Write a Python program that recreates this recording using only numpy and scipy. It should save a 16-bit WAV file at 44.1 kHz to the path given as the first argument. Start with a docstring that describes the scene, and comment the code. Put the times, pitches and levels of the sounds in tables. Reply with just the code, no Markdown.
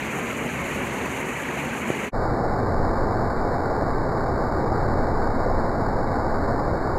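"""First comes a bright splashing rush beside the overhang of a waterfall, with one soft bump on the microphone;
after a brief gap, a louder, duller roar in front of the fall, with air rumbling on the microphone.
The water is noise for countless far impacts, clicks for near drops and decaying sines for bubbles, then filtered.
The bump is a filtered impulse; the air is low noise swelling in gusts. Linear interpolation between
sparse samples lays a thin treble fizz over the second spot."""
import sys
import numpy as np
from scipy import signal
from scipy.fft import rfft, irfft
from scipy.io import wavfile

SR = 44100
rng = np.random.default_rng(int(sys.argv[2]) if len(sys.argv) > 2 else 0)


def inscribe(sig):
    """Save sig as 16-bit PCM at rate SR to the path in sys.argv[1].

    A 1-D sig is mono; a 2-D sig holds one channel per row.
    Samples are clipped to [-1, 1] before scaling.
    """
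    pcm = np.round(np.clip(np.atleast_2d(sig).T, -1, 1) * 32767)
    wavfile.write(sys.argv[1], SR, pcm.astype(np.int16))


N = 307818

# Spectrum of the water beside the overhang. Each row: frequency in Hz, relative power density in dB.
SPLASH_SPECTRUM = [(28, -28), (37, -22), (48, -11.5), (75, -8), (135, -3.5), (400, -5.5), (500, -7),
                   (650, -11), (950, -10), (1400, -14), (2300, -10.5), (2900, -19), (3500, -31),
                   (7000, -29.5), (12000, -32.5), (15700, -48)]
# Its resonances and hollows. Each row: centre in Hz, width at half height in Hz, rise in dB.
SPLASH_RESONANCES = [(73, 18, 5), (97, 18, -6), (136.5, 13, 6), (225, 64, 4), (313, 20, -6),
                     (5110, 1060, -9), (6720, 1440, 7), (10600, 240, -6)]
# Spectrum of the water in front of the fall. Each row: frequency in Hz, relative power density in dB.
ROAR_SPECTRUM = [(20, -1), (60, 2.5), (110, 2.5), (180, -2.5), (450, -1.5), (820, -2), (950, -6),
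                 (1150, -6.5), (1500, -10.5), (2300, -25.5)]
# Its resonances and hollows. Each row: centre in Hz, width at half height in Hz, rise in dB.
ROAR_RESONANCES = [(65, 13, -4), (123, 13, 1), (225, 49, 2), (608, 38, -3), (696, 39, 0.5),
                   (1307, 110, -4.5)]
# Spectrum of the air rumbling on the microphone. Each row: frequency in Hz, relative power density in dB.
RUMBLE_SPECTRUM = [(3, -15.5), (8, 3.5), (16, 10.5), (30, 0.5), (50, -7), (90, -10.5), (250, -58),
                   (1000, -89)]
# Gusts of that air. Each row: crest in seconds, length at half height in seconds,
# rise of the deep rumble in dB, rise of the flutter in dB.
GUST_SWELLS = [(2.22, 0.15, 1.5, 3), (2.82, 0.25, 1.5, 12.5), (2.98, 0.18, 4.5, 4), (3.31, .2, 3, 1),
               (4.02, .2, 4, 0.5), (4.6, 0.2, 1.5, 7), (4.86, .2, 0, 11), (4.99, 0.26, 6.5, 5.5),
               (5.43, .26, 5.5, 1)]
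# Swelling and sinking bass beside the overhang. Each row: time in seconds, gain in dB.
BASS_SWELL = [(0, 0), (.25, -1.5), (.58, 3.5), (1.25, -2.5), (1.55, -2), (1.75, -1), (2.1, -2)]
# Random flicker of level in each register, strongest in the treble.
# Each row: lower edge in Hz, depth in dB, changes per second.
FLICKER_REGISTERS = [(300, 0.87, 9), (1100, 0.57, 11), (3200, 1.5, 12), (5600, 1.5, 22)]

TIME = np.arange(N) / SR  # s
FREQS = np.maximum(np.fft.rfftfreq(N, 1 / SR), 1)  # Hz, kept above zero for logarithms and ratios

SPLASH_DB, ROAR_DB = -28, -22.5  # level of the water at each spot, the splash before its bass swells
SPLASH_BASS_HZ = 170  # upper edge of the swelling bass
DRAUGHT_DB, FLUTTER_DB = -29, -43  # rumble and flutter of the air between gusts
BUMP_S = 1.9021  # onset of the knock
# pitch range of the bubbles, and the share by which each rises as it nears the surface
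BUBBLE_LOW_HZ, BUBBLE_HIGH_HZ, BUBBLE_RISE = 218.8, 5006, 0.075
COARSE_HZ, COARSE_BAND_HZ = 6000, 2340  # sparse sampling rate, and top of the band that is sampled
# moment of half gain and time constant, for leaving the first spot and arriving at the second
LEAVE_S, FADE_OUT_S = 2.089, 0.0043
ARRIVE_S, FADE_IN_S = 2.134, 0.004
CUTOFF_HZ = 15700  # upper edge of the whole sound


def from_db(db):
    """Logarithmic level: each 20 dB is a tenfold amplitude."""
    return 10 ** (np.asarray(db) / 20)


def rms_one(x):
    """Normalisation: divide by the root mean square to reach unit power."""
    return x / np.sqrt(np.mean(x ** 2) + 1e-20)


def colour(points, modes=()):
    """Spectral envelope: a slope linear in dB over log frequency, plus bell-shaped resonances and hollows."""
    hz, db = np.transpose(points)
    level = np.interp(np.log(FREQS), np.log(hz), db)
    for centre, width, height in modes:
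        level = level + height * .5 ** ((2 * (FREQS - centre) / width) ** 2)
    return from_db(level)


def shaped(x, gain):
    """Linear filtering: the spectrum is multiplied by a gain per frequency, then brought to unit power."""
    return rms_one(irfft(rfft(x) * gain, N))


def drift(rate):
    """Low-passed noise: a slow random curve of spread 1, changing about `rate` times a second."""
    return shaped(rng.standard_normal(N), 1 / (1 + (FREQS / rate) ** 2))


def impacts(per_s, spread_db):
    """Random arrivals: clicks of either sign at independent moments, many small and a few large."""
    sizes = from_db(spread_db * np.minimum(rng.exponential(1, N), 4))
    signs = rng.choice([-1, 1], N)
    arrives = rng.random(N) < per_s / SR
    return sizes * signs * arrives


def bubbles(per_s, cycles, spread_db):
    """Bubble resonance: each pocket of trapped air rings, decays by 60 dB in `cycles` and glides upward."""
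    out = np.zeros(N)
    sizes = impacts(per_s, spread_db)
    pitches = rng.uniform(BUBBLE_LOW_HZ, BUBBLE_HIGH_HZ, N)
    for start in np.flatnonzero(sizes):
        hz = pitches[start]
        length = min(int(cycles / hz * SR), N - start)
        life = TIME[:length] * hz / cycles  # share of the ringing gone by
        decay = np.exp(-np.log(1000) * life)
        phase = 2 * np.pi * cycles * life * (1 + BUBBLE_RISE * life / 2)
        # high bubbles ring shorter, so the square root keeps power even per Hz
        out[start:start + length] += sizes[start] * np.sqrt(hz) * decay * np.sin(phase)
    return rms_one(out)


def falling_water(drops_per_s, drop_db, bubbles_per_s, bubble_db, cycles, clump_db, clump_rate):
    """Superposition: countless far impacts merge into noise; near drops and bubbles are added to it."""
    wash = rng.standard_normal(N)
    drops = from_db(drop_db) * rms_one(impacts(drops_per_s, spread_db=4.5))
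    froth = from_db(bubble_db) * bubbles(bubbles_per_s, cycles, spread_db=1.0)
    # the sheet of water tears into clumps, so it lands unevenly
    clumps = from_db(clump_db * drift(clump_rate))
    return (wash + drops + froth) * clumps


def flickering(x):
    """Amplitude modulation by register: each register flickers in level by a random gain of its own."""
    out, last_gain, spectrum = x, 1, rfft(x)
    for edge_hz, depth_db, rate in FLICKER_REGISTERS:
        gain = from_db(depth_db * drift(rate))
        above_edge = irfft(spectrum / (1 + (edge_hz / FREQS) ** 12), N)
        # the difference replaces the gain of the register below
        out = out + (gain - last_gain) * above_edge
        last_gain = gain
    return rms_one(out)


def coarsely_sampled(x, order=4):
    """Spectral imaging: straight lines between sparse samples mirror the low band into faint treble fizz."""
    low_band = irfft(rfft(x) * (FREQS < COARSE_BAND_HZ), N)
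    ticks = np.arange(0, N / SR, 1 / COARSE_HZ)
    samples = np.interp(ticks, TIME, low_band)
    # a time grid `order` times finer limits aliasing into the valleys between the bands
    fine_time = np.arange(order * N) / (order * SR)
    lines = np.interp(fine_time, ticks, samples)
    return signal.resample_poly(lines, 1, order)


def fade(steps):
    """Logistic ramp: half gain at 0, nearly full a few time constants later, dying away before."""
    return .5 + .5 * np.tanh(steps / 2)


def bump(low_hz, high_hz, peak_db):
    """Impulse response: a knock on the microphone is one short push, band-limited to a dull thud."""
    thud = signal.unit_impulse(N, round(BUMP_S * SR))
    for edge_hz, kind in ((low_hz, "high"), (high_hz, "low")):
        thud = signal.sosfilt(signal.butter(4, edge_hz, kind, fs=SR, output="sos"), thud)
    return from_db(peak_db) * thud / np.abs(thud).max()


def draught(flutter_low_hz=60, flutter_high_hz=150):
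    """Turbulence: air pushed out by the fall rumbles, smaller eddies flutter higher, and gusts raise both."""
    crest, length, rumble_rise_db, flutter_rise_db = np.transpose(GUST_SWELLS)
    swells = .5 ** ((2 * (TIME[:, None] - crest) / length) ** 2)
    rumble = shaped(rng.standard_normal(N), colour(RUMBLE_SPECTRUM))
    rumble = from_db(DRAUGHT_DB + swells @ rumble_rise_db) * rumble
    band = signal.butter(3, [flutter_low_hz, flutter_high_hz], "band", fs=SR, output="sos")
    flutter = rms_one(signal.sosfilt(band, rng.standard_normal(N)))
    flutter = from_db(FLUTTER_DB + swells @ flutter_rise_db) * flutter
    return rumble + flutter


def splash():
    """Impact noise: dense splashing whose treble flickers, with gurgling bubbles, over a heaving bass."""
    water = falling_water(drops_per_s=1800, drop_db=-11, bubbles_per_s=1500, bubble_db=-6.5,
                          cycles=90, clump_db=.35, clump_rate=14)
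    water = shaped(flickering(water), colour(SPLASH_SPECTRUM, SPLASH_RESONANCES))
    bass = irfft(rfft(water) / (1 + (FREQS / SPLASH_BASS_HZ) ** 8), N)
    swell = from_db(np.interp(TIME, *np.transpose(BASS_SWELL)))
    return from_db(SPLASH_DB) * (water - bass + swell * bass)


def roar():
    """Merged impacts: denser drops and bubbles in the plunge pool, filtered to a deep churn."""
    water = falling_water(drops_per_s=4000, drop_db=-14.0, bubbles_per_s=3000, bubble_db=-11.5,
                          cycles=42.0, clump_db=0.4, clump_rate=12)
    return from_db(ROAR_DB) * shaped(water, colour(ROAR_SPECTRUM, ROAR_RESONANCES))


def scene():
    """Succession: the first spot fades out and the second fades in, with a short dip between."""
    beside = splash() + bump(low_hz=110, high_hz=560, peak_db=-8.3)
    in_front = coarsely_sampled(roar() + draught())
    leaving = fade((LEAVE_S - TIME) / FADE_OUT_S)
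    arriving = fade((TIME - ARRIVE_S) / FADE_IN_S)
    return (beside * leaving + in_front * arriving)[None]


def record(dry):
    """Band limitation: a steep elliptic low-pass removes the top."""
    return signal.sosfilt(signal.ellip(12, .1, 90, CUTOFF_HZ, fs=SR, output="sos"), dry)


dry = scene()
out = record(dry)
inscribe(out)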